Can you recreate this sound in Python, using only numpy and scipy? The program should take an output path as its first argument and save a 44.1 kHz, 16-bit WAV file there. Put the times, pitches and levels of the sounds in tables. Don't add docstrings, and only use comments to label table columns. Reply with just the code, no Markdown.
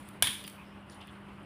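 import sys
import numpy as np
from scipy import signal
from scipy.fft import rfft, irfft, next_fast_len
from scipy.io import wavfile
from scipy.ndimage import uniform_filter1d, map_coordinates

SR = 44100
rng = np.random.default_rng(int(sys.argv[2]) if len(sys.argv) > 2 else 0)


def gain_from_decibels(decibels):
    exponent = np.asarray(decibels, float) / 20
    return 10 ** exponent


def master_out(mix):
    frames = np.transpose(np.atleast_2d(mix))
    ceiling = np.clip(frames, -1, 1)
    pcm = np.round(ceiling * 32767).astype(np.int16)
    wavfile.write(sys.argv[1], SR, pcm)


N = 63945


def unit(x):
    return x / np.sqrt(np.mean(x ** 2) + 1e-20)


def along(points, hz):
    point_hz, value = np.transpose(points)
    return np.interp(np.log(hz + 1), np.log(point_hz + 1), value)


def filtered(x, response):
    size = next_fast_len(len(x) + 8192)
    hz = np.fft.rfftfreq(size, 1 / SR)
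    return irfft(rfft(x, size) * response(hz), size)[:len(x)]


def wobble(knots_per_s):
    knots = rng.standard_normal(int(N * knots_per_s / SR) + 4)
    return map_coordinates(knots, [np.arange(N) * knots_per_s / SR])


def add(track, start_s, piece):
    part = track[round(start_s * SR):][:len(piece)]
    part += piece[:len(part)]


def patchy(colour, patch_db):
    z = signal.stft(rng.standard_normal(N), nperseg=512)[2]
    field = uniform_filter1d(rng.standard_normal(z.shape), 5, axis=0)
    field = uniform_filter1d(field, 8, axis=1)
    noise = signal.istft(z * gain_from_decibels(patch_db * unit(field)), nperseg=512)[1][:N]
    return filtered(noise, lambda hz: gain_from_decibels(along(colour, hz)))


# frequency in Hz, relative density in dB per Hz.
AIR_COLOUR = [(13, -62), (25, -30), (45, -12.5), (64, -5), (100, -7.5), (142, -10), (170, -10),
              (230, -14.5), (299, -13.5), (340, -15.5), (404, -21), (520, -20), (700, -20.5), (1000, -17.5),
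              (1280, -19), (1700, -23.5), (2280, -25.5), (3000, -26.5), (3840, -39.5), (5000, -45.5),
              (6500, -54), (9260, -49.5), (15600, -59)]


def air():
    noise = patchy(AIR_COLOUR, patch_db=1.55)
    rms_above_220_hz = np.std(filtered(noise, lambda hz: hz > 220))
    return gain_from_decibels(-54 + 0.88 * wobble(30)) * noise / rms_above_220_hz


# frequency in Hz, nominal level in dB rms.
HUM_LINES = [(199.9, -53.5), (300.5, -67.5), (349.6, -67.5), (398.4, -69.5), (598.5, -69.5)]


def hum():
    waver_db, drift_rad = 1.5, 0.2
    rms_to_peak_db = 2.5
    t = np.arange(N) / SR
    out = np.zeros(N)
    for hz, rms_db in HUM_LINES:
        level = gain_from_decibels(rms_db + rms_to_peak_db + waver_db * wobble(25))
        phase = 2 * np.pi * (hz * t + rng.random()) + drift_rad * wobble(5)
        out += level * np.sin(phase)
    return out


# time in seconds, level in dB before the flutter.
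RUSTLE_LEVEL = [(0, -64), (.1, -66.5), (.2, -73.5), (.6, -78.5), (.86, -79.5), (.9, -73), (.98, -70.5),
                (1.06, -73), (1.1, -75), (1.2, -78.5), (1.45, -77)]
# frequency in Hz, relative density in dB per Hz.
RUSTLE_COLOUR = [(2060, -29.5), (3500, -3), (5220, -15.5), (6260, -22.5), (7010, -15), (8090, -8.5),
                 (9760, -0.5), (11800, -18.5), (15600, -22)]


def rustle():
    t = np.arange(N) / SR
    level_db = np.interp(t, *np.transpose(RUSTLE_LEVEL)) + 2.7 * wobble(120)
    return gain_from_decibels(level_db) * unit(patchy(RUSTLE_COLOUR, patch_db=2.5))


# start in seconds, rms level before the envelope in dB, centre in Hz,
# half-width at half amplitude in Hz, fade length in seconds.
RINGS = [(0.225, -43, 100, 30, 0.026), (.25, -51.5, 142, 25, 0.086), (.25, -51.5, 267, 60, 0.066),
         (0.443, -58, 4770, 250, 0.041), (.441, -47, 2900, 500, 0.016), (0.578, -58.5, 2450, 147, 0.066),
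         (.64, -74.5, 5180, 350, .11), (.905, -71.5, 7000, 250, 0.047), (0.909, -62.5, 3900, 900, 0.055),
         (1.002, -54, 2920, 300, 0.037), (1.085, -57, 3270, 300, 0.022), (1.107, -71.5, 9100, 800, 0.043),
         (1.26, -76.5, 9300, 900, .03)]


def rings():
    t = np.arange(SR // 4) / SR
    out = np.zeros(N)
    for start_s, db, centre_hz, width_hz, fade_s in RINGS:
        noise = rng.standard_normal(len(t))
        tone = filtered(noise, lambda hz: 1 / (1 + ((hz - centre_hz) / width_hz) ** 2))
        envelope = np.clip(t / 0.003, 0, 1) * np.exp(-(t / fade_s) ** 3)
        add(out, start_s, gain_from_decibels(db) * unit(tone) * envelope)
    return out


# frequency in Hz, t60 in seconds.
ROOM_T60 = [(300, .4), (1500, 0.51), (3400, 0.53), (6000, 0.53), (10000, 0.44), (15000, .55)]


def room(colour):
    gap_s, rise_s = 0.004, 0.0029
    echo_s, echo_db, echo_t60_s = 0.0475, 3, 0.025
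    hz, t, z = signal.stft(rng.standard_normal(SR), SR, nperseg=256)
    decay_db = -60 * t / along(ROOM_T60, hz)[:, None]
    z = z * gain_from_decibels(along(colour, hz)[:, None] + decay_db)
    tail = signal.istft(z, SR, nperseg=256)[1][:SR]
    t = np.arange(SR) / SR
    onset = np.clip((t - gap_s) / rise_s, 0, 1)
    echo = (t > echo_s) * gain_from_decibels(echo_db - 60 * abs(t - echo_s) / echo_t60_s)
    tail = tail * onset * (1 + echo)
    return tail / np.linalg.norm(tail)


# start in seconds, rms level before the envelope in dB,
# centre in Hz, spectral width (Gaussian sigma) in octaves, fade length in seconds.
TICKS = [(.0872, -47.5, 11000, 1.8, .004), (0.44, -43, 5000, 1.1, 0.0026), (0.467, -48, 12050, .6, 0.0044),
         (0.4765, -39, 4950, 3.9, .006), (0.498, -48, 9000, 1.1, 0.0033), (.8984, -53, 5260, .3, 0.0043),
         (.8986, -55.5, 9300, .12, 0.0046), (.907, -55, 9300, .2, 0.0022), (.9155, -62, 7040, 1.1, .003),
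         (.9225, -57, 7000, 1.1, .003), (.930, -61, 8030, 1.1, .003), (0.945, -55.5, 9300, 0.13, 0.0026),
         (0.95, -63, 11000, .8, .003), (1.006, -57, 2740, .4, .003), (1.0113, -58.5, 5530, 0.86, 0.0036),
         (1.0144, -50.5, 3850, .35, 0.0035), (1.02, -57, 3000, 0.4, 0.006),
         (1.026, -50, 3430, 0.24, 0.0049), (1.037, -50, 2920, 0.27, .003), (1.0715, -57, 12000, 1.4, .004),
         (1.0789, -47, 2620, 0.42, .004), (1.103, -56, 1300, 0.17, 0.0058), (1.156, -67, 4300, .2, .005)]
# frequency in Hz, gain in dB.
GRIT_COLOUR = [(500, -8), (1500, -0.5), (3200, 1), (5000, -4.5), (6500, -11), (8000, -6), (9800, 3),
               (11500, -4.5), (13500, -5.5), (15600, -3.5)]


def ticks():
    rise_s, wet_db = 0.00024, -6.5
    t = np.arange(1024) / SR
    out = np.zeros(N)
    for start_s, db, centre_hz, width_octaves, fade_s in TICKS:
        def response(hz):
            octaves = np.log2((hz + 1) / centre_hz)
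            return gain_from_decibels(along(GRIT_COLOUR, hz)) * np.exp(-0.5 * (octaves / width_octaves) ** 2)
        grit = filtered(rng.standard_normal(len(t)), response)
        envelope = np.clip(t / rise_s, 0, 1) * np.exp(-(t / fade_s) ** 3)
        burst = gain_from_decibels(db) * unit(grit) * envelope
        add(out, start_s, burst)
        flat_room = room([(100, 0)])
        add(out, start_s, gain_from_decibels(wet_db) * signal.fftconvolve(burst, flat_room))
    return out


def earlier_crackle():
    out = np.zeros(N)
    add(out, 0, gain_from_decibels(-17.5) * room(GRIT_COLOUR)[round(0.12 * SR):])
    return out


# start in seconds, level of ring and spit together in dB.
FRACTURES = [(0.2242, -5.5), (.2256, -13), (.22658, -10.5), (0.2275, -14.5), (.2301, -25.5)]
# frequency in Hz, relative level in dB, t60 in seconds.
SHELL_MODES = [(106.3, -33.5, .06), (729, -14.5, 0.019), (1050, -15.5, 0.017), (1607, -10, .025),
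               (2365, -12.5, 0.019), (3062, -6.5, .018), (3700, -10, .012), (4860, -11.5, .01),
               (5710, -11, .014), (7320, -12, .012), (8890, 1, 0.009), (10360, 1.5, 0.0086),
               (11300, -5.5, .009), (13000, -9, .007), (15000, -8, .007)]
# frequency in Hz, relative density in dB per Hz.
SNAP_COLOUR = [(90, -60.5), (130, -17.5), (330, -17), (500, -29.5), (750, -21.5), (1050, -9.5), (1320, -24),
               (1650, -3.5), (1950, -14.5), (2250, -6.5), (2700, -11.5), (3100, -4), (3420, 0.5),
               (3800, -8.5), (4300, -15.5), (5000, -18), (6100, -22), (7000, -20), (8200, -18), (9000, -9),
               (9700, -4), (10300, -5.5), (10900, -16), (11800, -19), (13500, -20.5), (15600, -24.5)]


def snap():
    rise_s = 0.00008
    ring_db, spit_db, spit_t60_s = -7.5, -8, 0.0083
    wet_db = 5.5
    t = np.arange(SR // 8) / SR
    out = np.zeros(N)
    for start_s, db in FRACTURES:
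        ring = np.zeros(len(t))
        for hz, mode_db, t60_s in SHELL_MODES:
            strike_db = mode_db + rng.normal(0, 1.7)
            ring += gain_from_decibels(strike_db - 60 * t / t60_s) * np.sin(2 * np.pi * hz * t)
        noise = rng.standard_normal(len(t))
        spit = unit(filtered(noise, lambda hz: gain_from_decibels(along(SNAP_COLOUR, hz))))
        burst = gain_from_decibels(ring_db) * ring + gain_from_decibels(spit_db - 60 * t / spit_t60_s) * spit
        add(out, start_s, gain_from_decibels(db) * (1 - np.exp(-t / rise_s)) * burst)
    first_s = FRACTURES[0][0]
    add(out, first_s, gain_from_decibels(wet_db) * room(SNAP_COLOUR))
    return out


def scene():
    background = air() + hum() + rustle()
    foreground = rings() + ticks() + earlier_crackle() + snap()
    return (background + foreground)[None]


def band_limit(x):
    return signal.sosfilt(signal.butter(12, 16830, fs=SR, output="sos"), x)


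def record(dry):
    low_cut_hz, top_hz = 60, 15450

    def response(hz):
        top_db = -38 * np.clip((hz - top_hz) / 200, 0, 1)
        low_cut = (1j * hz / (1j * hz + low_cut_hz)) ** 2
        return gain_from_decibels(top_db) * low_cut

    mix = filtered(dry[0], response)[None]
    return band_limit(mix)


dry = scene()
out = record(dry)
master_out(out)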